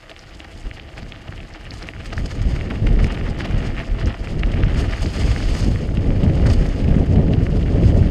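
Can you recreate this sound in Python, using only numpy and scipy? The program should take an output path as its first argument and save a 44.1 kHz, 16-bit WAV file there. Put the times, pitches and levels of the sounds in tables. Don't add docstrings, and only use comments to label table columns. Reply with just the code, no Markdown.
import sys
import numpy as np
from scipy import signal
from scipy.fft import rfft, irfft, next_fast_len
from scipy.io import wavfile
from scipy.ndimage import uniform_filter1d, minimum_filter1d, map_coordinates

SR = 44100
rng = np.random.default_rng(int(sys.argv[2]) if len(sys.argv) > 2 else 0)


def store_pcm(level_fs):
    pcm = np.round(np.clip(level_fs, -1, 1) * 32767).astype(np.int16)
    wavfile.write(sys.argv[1], SR, np.atleast_2d(pcm).T)


def decibels_to_gain(level_db):
    exponent = np.asarray(level_db, float) / 20
    return 10 ** exponent


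N = 357210

# [t/s, gravel load level/dB, leaf depth level/dB]
GROUND = [(0.0, -48, -56.5), (1.4, -46, -57), (2.3, -43.5, -50.5), (3.15, -40, -51.5), (3.38, -39.5, -56.5),
          (3.64, -36.5, -47.5), (3.8, -40.5, -53.5), (4.34, -43.5, -54), (4.6, -36.5, -51.5),
          (4.86, -36, -48), (5.1, -40, -39.5), (5.2, -35.5, -37), (5.6, -41, -38), (5.75, -42.5, -43),
          (5.9, -43, -52), (6.55, -40, -47.5), (7.1, -42.5, -54), (8.1, -41, -50.5)]


def unit(x):
    return x / np.sqrt(np.mean(x ** 2) + 1e-20)


def noise():
    return rng.standard_normal(N)


def curves(rows):
    s, *cols = np.transpose(rows)
    result = []
    for col in cols:
        line = np.interp(np.arange(N) / SR, s, col)
        result.append(uniform_filter1d(uniform_filter1d(line, size=500), size=500))
    return result


def wobble(rate):
    knots = rng.standard_normal(int(N * rate / SR) + 4)
    return map_coordinates(knots, [np.arange(N) * rate / SR])


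def filtered(x, response):
    m = next_fast_len(N + 8192)
    return irfft(rfft(x, m) * response(np.fft.rfftfreq(m, 1 / SR)), m)[..., :N]


def coloured(x, spectrum):
    f, db = np.transpose(spectrum)
    return unit(filtered(x, lambda hz: decibels_to_gain(np.interp(np.log(hz + 1), np.log(f + 1), db))))


def crackle(density, spread_db, patch_db, lo_hz, hi_hz, count=6):
    luck = rng.uniform(1e-12, 1, (count, N))
    rarity = np.log(density / SR / count / luck)
    flare = np.array([wobble(40) for _ in range(count)])
    size_db = spread_db * np.clip(rarity, 0, 3.5) + patch_db * flare
    clicks = (rarity > 0) * decibels_to_gain(size_db) * (-1) ** np.arange(N)
    centre = np.geomspace(lo_hz, hi_hz, count)[:, None]
    width = np.log(hi_hz / lo_hz) / (count - 1)
    bands = filtered(clicks, lambda hz: np.exp(-.5 * (np.log((hz + 1) / centre) / width) ** 2))
    return unit(bands.sum(axis=0))


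def pops(rows, cycles, tail_db, tail_s, boost_db, size=900):
    out, t = np.zeros(N + SR), np.arange(size) / SR
    luck = rng.standard_normal((len(rows), size + 2))
    for (s, db, hz), draw in zip(rows, luck):
        u = t * hz / (cycles * np.exp(.1 * draw[0]))
        wave = (u * np.exp(1 - u)) ** 3 * np.sin(2 * np.pi * hz * t + 3 * draw[1])
        scatter = draw[2:] * decibels_to_gain(tail_db - 60 * t / tail_s)
        tail = signal.fftconvolve(scatter, wave)[:size] / np.linalg.norm(wave)
        out[round(s * SR):][:size] += decibels_to_gain(db + boost_db) * (wave + tail)
    return out[:N]


def tyres():
    # [t/s, swell level/dB, length/s]
    gravel_crunch = [(0.1, 11, 0.02), (0.4, 19, 0.013), (0.45, 15, 0.011), (0.661, 16, 0.02),
                     (0.772, 13, 0.032), (0.888, 10, 0.0098), (0.98, 12, 0.037), (1.137, 11, 0.034),
                     (1.554, 20, 0.022), (1.825, 8, 0.043), (2.003, 19, 0.017), (2.13, 26, 0.012),
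                     (2.31, 17, 0.017), (2.354, 6, 0.013), (2.708, 21.5, 0.022), (2.87, 23, 0.0069),
                     (3.4, 11, 0.048), (3.453, 25, 0.024), (3.79, 22, 0.038), (3.838, 12, 0.014),
                     (4.0, 12.5, 0.062), (4.092, 23.5, 0.046), (4.27, 9, 0.065), (4.798, 4.5, 0.097),
                     (4.93, 13, 0.014), (6.468, 23, 0.019), (6.503, 19, 0.015), (6.659, 16, 0.013),
                     (7.159, 21, 0.0068), (6.25, 7, 0.033), (1.28, 17, 0.017), (1.33, 8, 0.021),
                     (1.505, 6, 0.01), (1.655, 13, 0.022), (2.995, 11, 0.042), (3.1, 15, 0.037),
                     (3.15, 9, 0.044), (3.27, 9, 0.022), (3.55, 6, .03), (3.63, 5, 0.025),
                     (4.145, 16, 0.011), (6.8, 4, 0.017), (6.95, 9, 0.049), (2.56, 9, 0.014),
                     (2.96, 11, 0.017), (5.4, 6, 0.013), (2.05, 2, 0.015), (2.18, 12, 0.026),
                     (4.43, 3, 0.013), (7.335, -2, 0.012), (7.467, 2, 0.013)]
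    # [t/s, swell level/dB, length/s]
    leaf_crunch = [(0.397, 11, 0.015), (0.6, 5, 0.25), (0.746, 12.5, 0.022), (0.98, 12, 0.018),
                   (1.09, 10, 0.02), (1.742, 9, 0.037), (1.784, 11.5, 0.021), (1.825, 6.5, 0.027),
                   (1.878, 9, 0.016), (2.061, 13.5, 0.021), (2.13, 12, 0.0073), (2.18, 9.5, 0.029),
                   (2.261, 16, 0.0098), (2.31, 9, 0.038), (2.354, 10, 0.02), (2.422, 11, 0.016),
                   (2.87, 10, 0.0075), (3.038, 9.5, 0.037), (3.4, 13.5, 0.037), (3.453, 13, 0.018),
                   (3.8, 6, 0.035), (4.07, 9.5, 0.027), (4.3, 10, 0.052), (4.519, 9.5, 0.013),
                   (4.79, 11.5, 0.072), (6.468, 14.5, 0.014), (6.503, 9, 0.048), (6.535, 13, 0.011),
                   (7.868, 8.5, 0.082), (7.98, 7.5, 0.029), (1.22, 7, .015), (1.36, 8, .02),
                   (1.43, 5, 0.02), (1.61, 6, 0.0091), (2.93, 9, 0.012), (3.124, 10, 0.011),
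                   (3.145, 10, 0.013), (3.58, 7, 0.013), (3.67, 7, 0.014), (3.85, 8, 0.018),
                   (4.0, 7.5, 0.022), (4.245, 10, 0.019), (4.395, 12, 0.0099), (6.24, 8, 0.0083),
                   (6.355, 9.5, 0.0055), (6.6, 3, 0.087), (6.665, 10, .015), (6.692, 8, 0.026),
                   (6.79, 5.5, 0.046), (6.843, 8, .012), (6.9, 4, .015), (6.99, 6, 0.011),
                   (7.065, 7.5, 0.0094), (7.16, 7, 0.0098), (7.44, 7, 0.026), (0.1, 7, 0.014),
                   (2.56, 6, 0.018), (2.62, 6, 0.011), (3.26, 7, 0.029), (3.3, 10, .015), (3.07, 9, 0.011),
                   (4.745, 11, 0.014), (4.92, 5, .03), (5.03, 7.5, 0.017), (5.83, 2, 0.065),
                   (7.56, 4, 0.032), (7.71, 5.5, 0.051), (2.5, 6, 0.044)]
    # [f/Hz, level/dB]
    gravel_tone = [(530, -20), (900, 1.5), (1090, 0.5), (1220, 4.5), (1610, 2.5), (1810, 6.5), (2310, 3.5),
                   (2570, 0), (2820, 4.5), (3580, -6.5), (3820, -8), (5040, -12.5), (6000, -19.5),
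                   (7800, -54), (13200, -120)]
    # [f/Hz, level/dB]
    leaf_tone = [(1760, -23), (3000, -2.5), (3300, -7.5), (3830, -11), (4960, -5.5), (5840, -15),
                 (6370, -11.5), (8310, -17), (12700, -32.5), (15200, -46)]
    # [f/Hz, level/dB]
    drift_tone = [(2060, -1), (3500, -2.5), (3930, -11), (4230, -2), (5000, -0.5), (5830, -12.5),
                  (6510, -5), (7540, -16), (8320, -10), (9300, -21.5), (14500, -36), (15200, -39)]

    gravel_db, leaf_db = curves(GROUND)
    leaf_swell = swells(leaf_crunch + random_swell_rows(count=20))
    gravel_swell = swells(gravel_crunch)
    clump = 1.5 * np.tanh(wobble(60) / 1.1)

    grit = crackle(1400 * decibels_to_gain(2.5 * clump), spread_db=2.0, patch_db=1.5, lo_hz=900, hi_hz=6300)
    grit = grit + .5 * decibels_to_gain(1.6 * clump) * noise()
    gravel = decibels_to_gain(gravel_db + 0.5 * gravel_swell - 1.9) * coloured(grit, gravel_tone)

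    crisp = crackle(3500 * decibels_to_gain(2.0 * clump), spread_db=3.0, patch_db=4.0, lo_hz=3030, hi_hz=15000)
    crisp = crisp + 0.5 * decibels_to_gain(0.39 * clump) * noise()
    swish = decibels_to_gain(1.8 * clump + 1.26 * wobble(11.0)) * noise()
    depth = np.clip((leaf_db + 58.0) / 8, 0, 1)
    leaves = np.sqrt(1 - 0.77 * depth) * coloured(crisp, leaf_tone)
    leaves = leaves + np.sqrt(depth) * coloured(swish, drift_tone)

    bumps = decibels_to_gain(0.5 * gravel_swell + 2.4 * clump) * noise()
    hum = decibels_to_gain(gravel_db + 18.5) * filtered(bumps, casing)
    return gravel + decibels_to_gain(leaf_db + leaf_swell + 0.2) * leaves + hum


def swells(rows):
    out, t = np.zeros(N), np.arange(-SR // 10, SR // 10) / SR
    for s, db, length in rows:
        at = np.clip(round(s * SR) + np.arange(len(t)) - SR // 10, 0, N - 1)
        side = np.where(t < 0, .75, 1.2)
        out[at] = np.maximum(out[at], db * np.exp(-np.log(2) * (2 * t / length / side) ** 2))
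    return out


def random_swell_rows(count):
    when = rng.uniform(.01, .99, count)
    size, length = rng.standard_normal((count, 2)).T
    swell_db = 3.5 + 1.5 * np.tanh(size)
    length_s = 0.0087 * np.exp(.4 * length)
    return list(zip(when * N / SR, swell_db, length_s))


def casing(hz):
    # [f/Hz, width/Hz, level/dB]
    modes = [(311, 33, 2.5), (525, 92, -4.5), (665.4, 46, 1), (823, 69, -4), (1211, 55, -7)]
    total = 0
    for k, (centre, width, db) in enumerate(modes):
        damping = 1j * hz * width
        total = total + (-1) ** k * decibels_to_gain(db) * damping / (centre * centre - hz * hz + damping)
    return total / (1 + 1j * hz / 2200) ** 3


def flying_stones():
    # [t/s, peak level/dB, f/Hz]
    squeezed = [(0.0956, -27.5, 2730), (0.1642, -27, 2690), (0.4032, -28, 2750), (0.7128, -26, 2240),
                (0.9788, -24, 2150), (1.1218, -21.5, 2650), (1.4036, -28, 2600), (1.6532, -29, 2310),
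                (1.888, -18, 2190), (2.0587, -28.5, 1860), (2.179, -19.5, 1790), (2.611, -21.5, 2260),
                (2.7078, -23, 2130), (2.8707, -22.5, 1860), (3.044, -19, 2220), (3.1744, -21, 2020),
                (3.407, -17, 1860), (3.6264, -28, 1900), (3.767, -26, 2050), (3.801, -20.5, 1900),
                (4.013, -24, 1710), (4.2728, -22, 2010), (4.434, -13.5, 2180), (4.6354, -16, 2160),
                (4.9354, -22, 1840), (5.059, -21, 2100), (5.4261, -22, 1990), (6.4579, -24, 1620),
                (7.336, -19.5, 2500), (7.4664, -23, 1970)]
    # [t/s, peak level/dB, f/Hz]
    chips = [(0.1147, -24.5, 2820), (0.238, -34, 1720), (0.4459, -29, 2400), (0.7975, -23, 2660),
             (1.0295, -29, 1740), (1.1615, -29, 2300), (1.273, -41, 2030), (1.3243, -25, 1730),
             (1.3787, -27, 2740), (1.431, -27, 2410), (1.45, -34, 1610), (1.5045, -36, 1820),
             (1.5486, -24, 1670), (1.6107, -30, 1790), (1.7866, -36, 2260), (1.8228, -27, 1730),
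             (1.936, -25, 1940), (1.9647, -29, 1780), (2.005, -32, 1560), (2.104, -32, 2140),
             (2.1261, -35, 2810), (2.2574, -32, 1980), (2.3022, -42, 1910), (2.4185, -25.5, 1900),
             (2.5631, -22, 2030), (2.7567, -23, 2170), (2.859, -34, 1900), (2.9913, -20, 1860),
             (3.067, -24, 1990), (3.148, -23, 2810), (3.2116, -20, 1880), (3.257, -27, 2010),
             (3.3468, -29, 2080), (3.3905, -35, 1760), (3.4432, -26, 1800), (3.51, -22, 1700),
             (3.547, -30, 2100), (3.5758, -31, 2240), (3.7229, -31, 2190), (3.7848, -22, 1990),
             (4.059, -38, 1680), (4.0736, -39, 2800), (4.0864, -39, 2360), (4.143, -22, 2140),
             (4.2435, -27, 1910), (4.4618, -28, 2950), (4.5394, -19, 1850), (4.5855, -30, 2090),
             (4.79, -31, 2050), (4.9821, -23, 1870), (5.2762, -24, 1840), (5.3624, -17, 1860),
             (5.5513, -19, 1710), (5.7593, -20.5, 1880), (5.8895, -28, 1630), (5.972, -22, 2600),
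             (6.043, -32, 2100), (6.0681, -36, 1930), (6.105, -25, 2060), (6.2337, -25, 2910),
             (6.2514, -41, 2730), (6.2642, -27, 1860), (6.298, -26, 2120), (6.3774, -28, 2790),
             (6.3984, -24, 1780), (6.427, -29, 1610), (6.4764, -25, 1820), (6.5004, -26, 2000),
             (6.5715, -32, 1910), (6.595, -35, 1530), (6.6265, -27, 1530), (6.6578, -27, 1910),
             (6.803, -31, 1870), (6.8447, -25, 2380), (6.8797, -25, 2480), (6.8962, -36, 1760),
             (6.9144, -39, 1740), (6.9245, -30, 1730), (6.9824, -34, 1810), (7.0666, -31, 1650),
             (7.16, -37, 2030), (7.1822, -31, 1680), (7.207, -39, 1780), (7.2669, -32, 1550),
             (7.2833, -27, 1900), (7.6287, -26, 2930), (7.4131, -29, 1930), (7.683, -29, 1940),
             (7.6934, -32, 1820), (7.8356, -23, 2130), (7.882, -37, 1880), (1.717, -29, 2100),
             (3.522, -28, 2600), (3.703, -25, 1900), (5.404, -22, 1500)]
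    stones = pops(squeezed + grit_rows(count=60), cycles=.95, tail_db=-15, tail_s=.018, boost_db=4)
    stones = stones + pops(chips, cycles=.85, tail_db=-15, tail_s=.018, boost_db=1)
    knocks = filtered(np.abs(stones), casing)
    return stones + knocks


def grit_rows(count):
    when = rng.uniform(.01, .99, count)
    load_db = curves(GROUND)[0][(when * N).astype(int)]
    pitch_hz = 2260 * np.exp(0.59 * np.tanh(rng.standard_normal(count)))
    return list(zip(when * N / SR, load_db + 4, pitch_hz))


def snapping_litter():
    # [t/s, peak level/dB, f/Hz]
    twigs = [(0.192, -26.5, 5130), (0.4454, -34, 4730), (0.9767, -39, 5190), (1.5379, -31, 4940),
             (1.7076, -19, 4600), (1.827, -21.5, 4640), (2.136, -24, 4900), (2.2588, -28, 4800),
             (2.3146, -25, 4800), (3.0255, -41, 4640), (3.0444, -25, 5230), (3.1236, -31, 5120),
             (4.0586, -25, 5230), (4.3935, -31, 4520), (5.0625, -18, 4770), (6.4647, -33, 4830),
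             (6.501, -21, 5100), (7.3347, -29.5, 4540)]
    # [t/s, peak level/dB, f/Hz]
    ticks = [(1.212, -42, 4830), (1.7384, -26, 4840), (1.7714, -27, 4650), (1.871, -32, 4980),
             (2.0567, -36, 4700), (2.0647, -36, 4780), (2.168, -28, 4850), (2.4169, -25, 4740),
             (2.5641, -30, 4690), (2.8559, -39, 4870), (3.1403, -35, 4830), (3.4476, -36, 4960),
             (3.5099, -30, 4940), (3.8337, -38, 4890), (3.9928, -40, 5140), (4.0674, -34, 5180),
             (4.2423, -41, 5140), (4.4618, -32, 4870), (4.6049, -34, 4590), (4.9112, -25, 4550),
             (4.9292, -25, 5030), (4.9935, -36, 4580), (5.021, -29, 4970), (5.1627, -24, 5030),
             (5.548, -22, 4930), (5.6451, -20, 5030), (6.6648, -36, 4940), (6.6897, -29, 4570),
             (6.761, -28, 4640)]
    # [t/s, peak level/dB]
    cracks = [(0.4454, -45), (0.5771, -45), (1.7419, -39), (1.8701, -43), (1.8871, -40), (2.0474, -39),
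              (2.4937, -40), (2.7033, -41), (3.043, -33), (3.3887, -36), (3.459, -36), (3.5099, -51),
              (5.01, -35), (5.1307, -37.5), (5.5468, -35), (5.9504, -39), (6.5345, -32), (7.0594, -44),
              (7.2509, -48), (7.5044, -46)]
    crack_rows = [(s, db, 7000) for s, db in cracks]
    snaps = pops(twigs, cycles=1.7, tail_db=-11, tail_s=.015, boost_db=-2)
    snaps = snaps + pops(ticks, cycles=0.83, tail_db=-7, tail_s=0.014, boost_db=-4.0)
    return snaps + pops(crack_rows, cycles=0.55, tail_db=-12, tail_s=0.0099, boost_db=3.5)


def wind():
    # [t/s, strength level/dB]
    headwind = [(0.0, -48.5), (0.4, -41), (1.0, -38.5), (1.6, -36), (1.95, -37), (2.22, -29.5),
                (2.8, -23.5), (3.25, -25), (4.22, -30), (4.6, -21), (4.9, -27.5), (5.5, -23.5),
                (5.9, -21.5), (6.05, -18), (6.6, -16.5), (7.1, -16), (7.55, -19), (8.1, -18.5)]
    # [f/Hz, level/dB]
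    buffet_tone = [(8.8, -63), (15, -6), (38, 6.5), (80, -6), (100, -56), (180, -120)]
    # [f/Hz, level/dB]
    thump_tone = [(35, -38), (60, 4.5), (106, 4.5), (220, -14.5), (290, -11.5), (480, -120)]
    # [f/Hz, level/dB]
    roar_tone = [(88, -51), (150, 0), (544, -15), (731, -23), (924, -33), (1200, -40), (1560, -76),
                 (2640, -120)]
    # [t/s, peak level/dB, f/Hz]
    slaps = [(0.706, -18.5, 80.7), (1.288, -18.5, 105), (2.172, -10, 79), (2.409, -6, 81), (2.527, -3, 81),
             (2.819, -10, 103), (2.904, -4, 112), (4.36, -14, 79.5), (4.54, -5, 106), (4.63, -0.5, 81),
             (4.759, -6, 122), (6.8, -4, 87), (6.963, 14, 175), (7.015, -5, 81), (7.179, -3, 92),
             (8.009, 0, 116), (3.042, -1, 95), (2.93, -20, 109), (6.797, -5, 98), (6.918, -1, 108),
             (7.19, -5, 109), (4.664, -2, 110), (7.994, -9, 122)]
    # [t/s, peak level/dB, f/Hz]
    lumps = [(2.384, -11, 80), (3.034, -18, 120), (3.535, -5, 123), (4.029, -7.5, 88.5), (5.028, -20, 125),
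             (5.436, -6, 81), (5.633, -16, 88.8), (5.745, -4, 92), (5.977, 1.5, 133), (6.053, -2, 81),
             (6.472, -0.5, 90), (7.375, 4, 102), (7.742, -3, 85), (7.814, 0, 80.7)]

    strength_db, = curves(headwind)
    push, knock = gusts()
    calm_db = -30
    above_calm = strength_db - calm_db
    buffet_db = strength_db + push
    thump_db = calm_db + 1.035 * above_calm + knock - 1.67
    roar_db = calm_db + 1.176 * above_calm + 0.21 * push + 0.59 * knock - 6.5

    eddy = 1.4 * np.tanh(wobble(24) / 1.2)
    buffet = unit(decibels_to_gain(2.4 * eddy) * coloured(noise(), buffet_tone))
    thump = unit(decibels_to_gain(1.7 * eddy) * coloured(noise(), thump_tone))
    roar = unit(decibels_to_gain(2.1 * eddy + 1.7 * wobble(45)) * coloured(noise(), roar_tone))
    gust = decibels_to_gain(buffet_db) * buffet + decibels_to_gain(thump_db) * thump + decibels_to_gain(roar_db) * roar
    gust = gust + pops(slaps, cycles=0.57, tail_db=-44, tail_s=.02, boost_db=-5.5, size=3000)
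    gust = gust + pops(lumps, cycles=0.69, tail_db=-42, tail_s=.02, boost_db=-7, size=3000)

    reach = -minimum_filter1d(-np.abs(gust), size=900)
    give = uniform_filter1d((1 + (reach / .8) ** 5) ** -.2, size=900)
    return gust * give


def gusts():
    # [t/s, slow push level/dB, thump level/dB, length/s]
    gust_rows = [(0.667, 12, 7, 0.034), (0.844, -1, -2, 0.088), (1.052, 1.5, 5, 0.08), (1.34, 5, 5, 0.048),
                 (1.477, -5, -4, 0.045), (1.576, -10, -17, 0.053), (1.68, 4, 2, 0.3), (1.91, -8, -5, 0.054),
                 (2.474, 6.5, 3, 0.12), (2.914, 9, 3, 0.15), (3.067, 6, 3, 0.11), (3.587, 9, 5, 0.16),
                 (3.919, 10.5, -2, 0.048), (4.07, 10, 14, 0.059), (4.16, 5, -11, 0.03),
                 (4.395, 7.5, 3.5, 0.092), (4.767, 7, 6, 0.18), (5.057, 9, 8, 0.072), (5.25, 7, 7.5, 0.14),
                 (5.506, 11, 2, 0.13), (5.685, 5.5, 6.5, 0.055), (6.724, -2, -9, 0.17),
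                 (6.999, 7.5, 4.5, 0.059), (7.056, -17, -4, 0.038), (7.187, 0, 8.5, 0.046),
                 (7.356, -2, 3, 0.12), (7.516, -6, -5, 0.041), (7.76, 7, 5, 0.024), (7.935, 3, 10, 0.2),
                 (7.133, -11, 4, 0.05), (7.296, -13, 6, 0.037), (2.247, 10, 6, 0.066),
                 (5.206, -13, 2.5, 0.061), (6.217, 3.5, 2, 0.049)]
    s, push_db, thump_db, length = np.transpose(gust_rows)
    t = np.arange(0, N + 100, 100) / SR
    bump = np.exp(-np.log(2) * (2 * (t[:, None] - s) / length) ** 2)
    return [np.interp(np.arange(N) / SR, t, bump @ db) for db in (push_db, thump_db)]


def microphone_hiss():
    # [f/Hz, level/dB]
    hiss_tone = [(4120, -31), (7000, -6), (9190, -9.5), (12100, -3), (15200, -23)]
    return decibels_to_gain(-77.0) * coloured(noise(), hiss_tone)


def scene():
    trail = tyres() + flying_stones() + snapping_litter()
    return (trail + wind() + microphone_hiss())[None]


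def band_limit(x):
    return signal.sosfilt(signal.butter(12, 15610, fs=SR, output="sos"), x)


def record(dry):
    mix = filtered(dry, lambda hz: hz < 15050)
    return band_limit(mix)


dry = scene()
out = record(dry)
store_pcm(out)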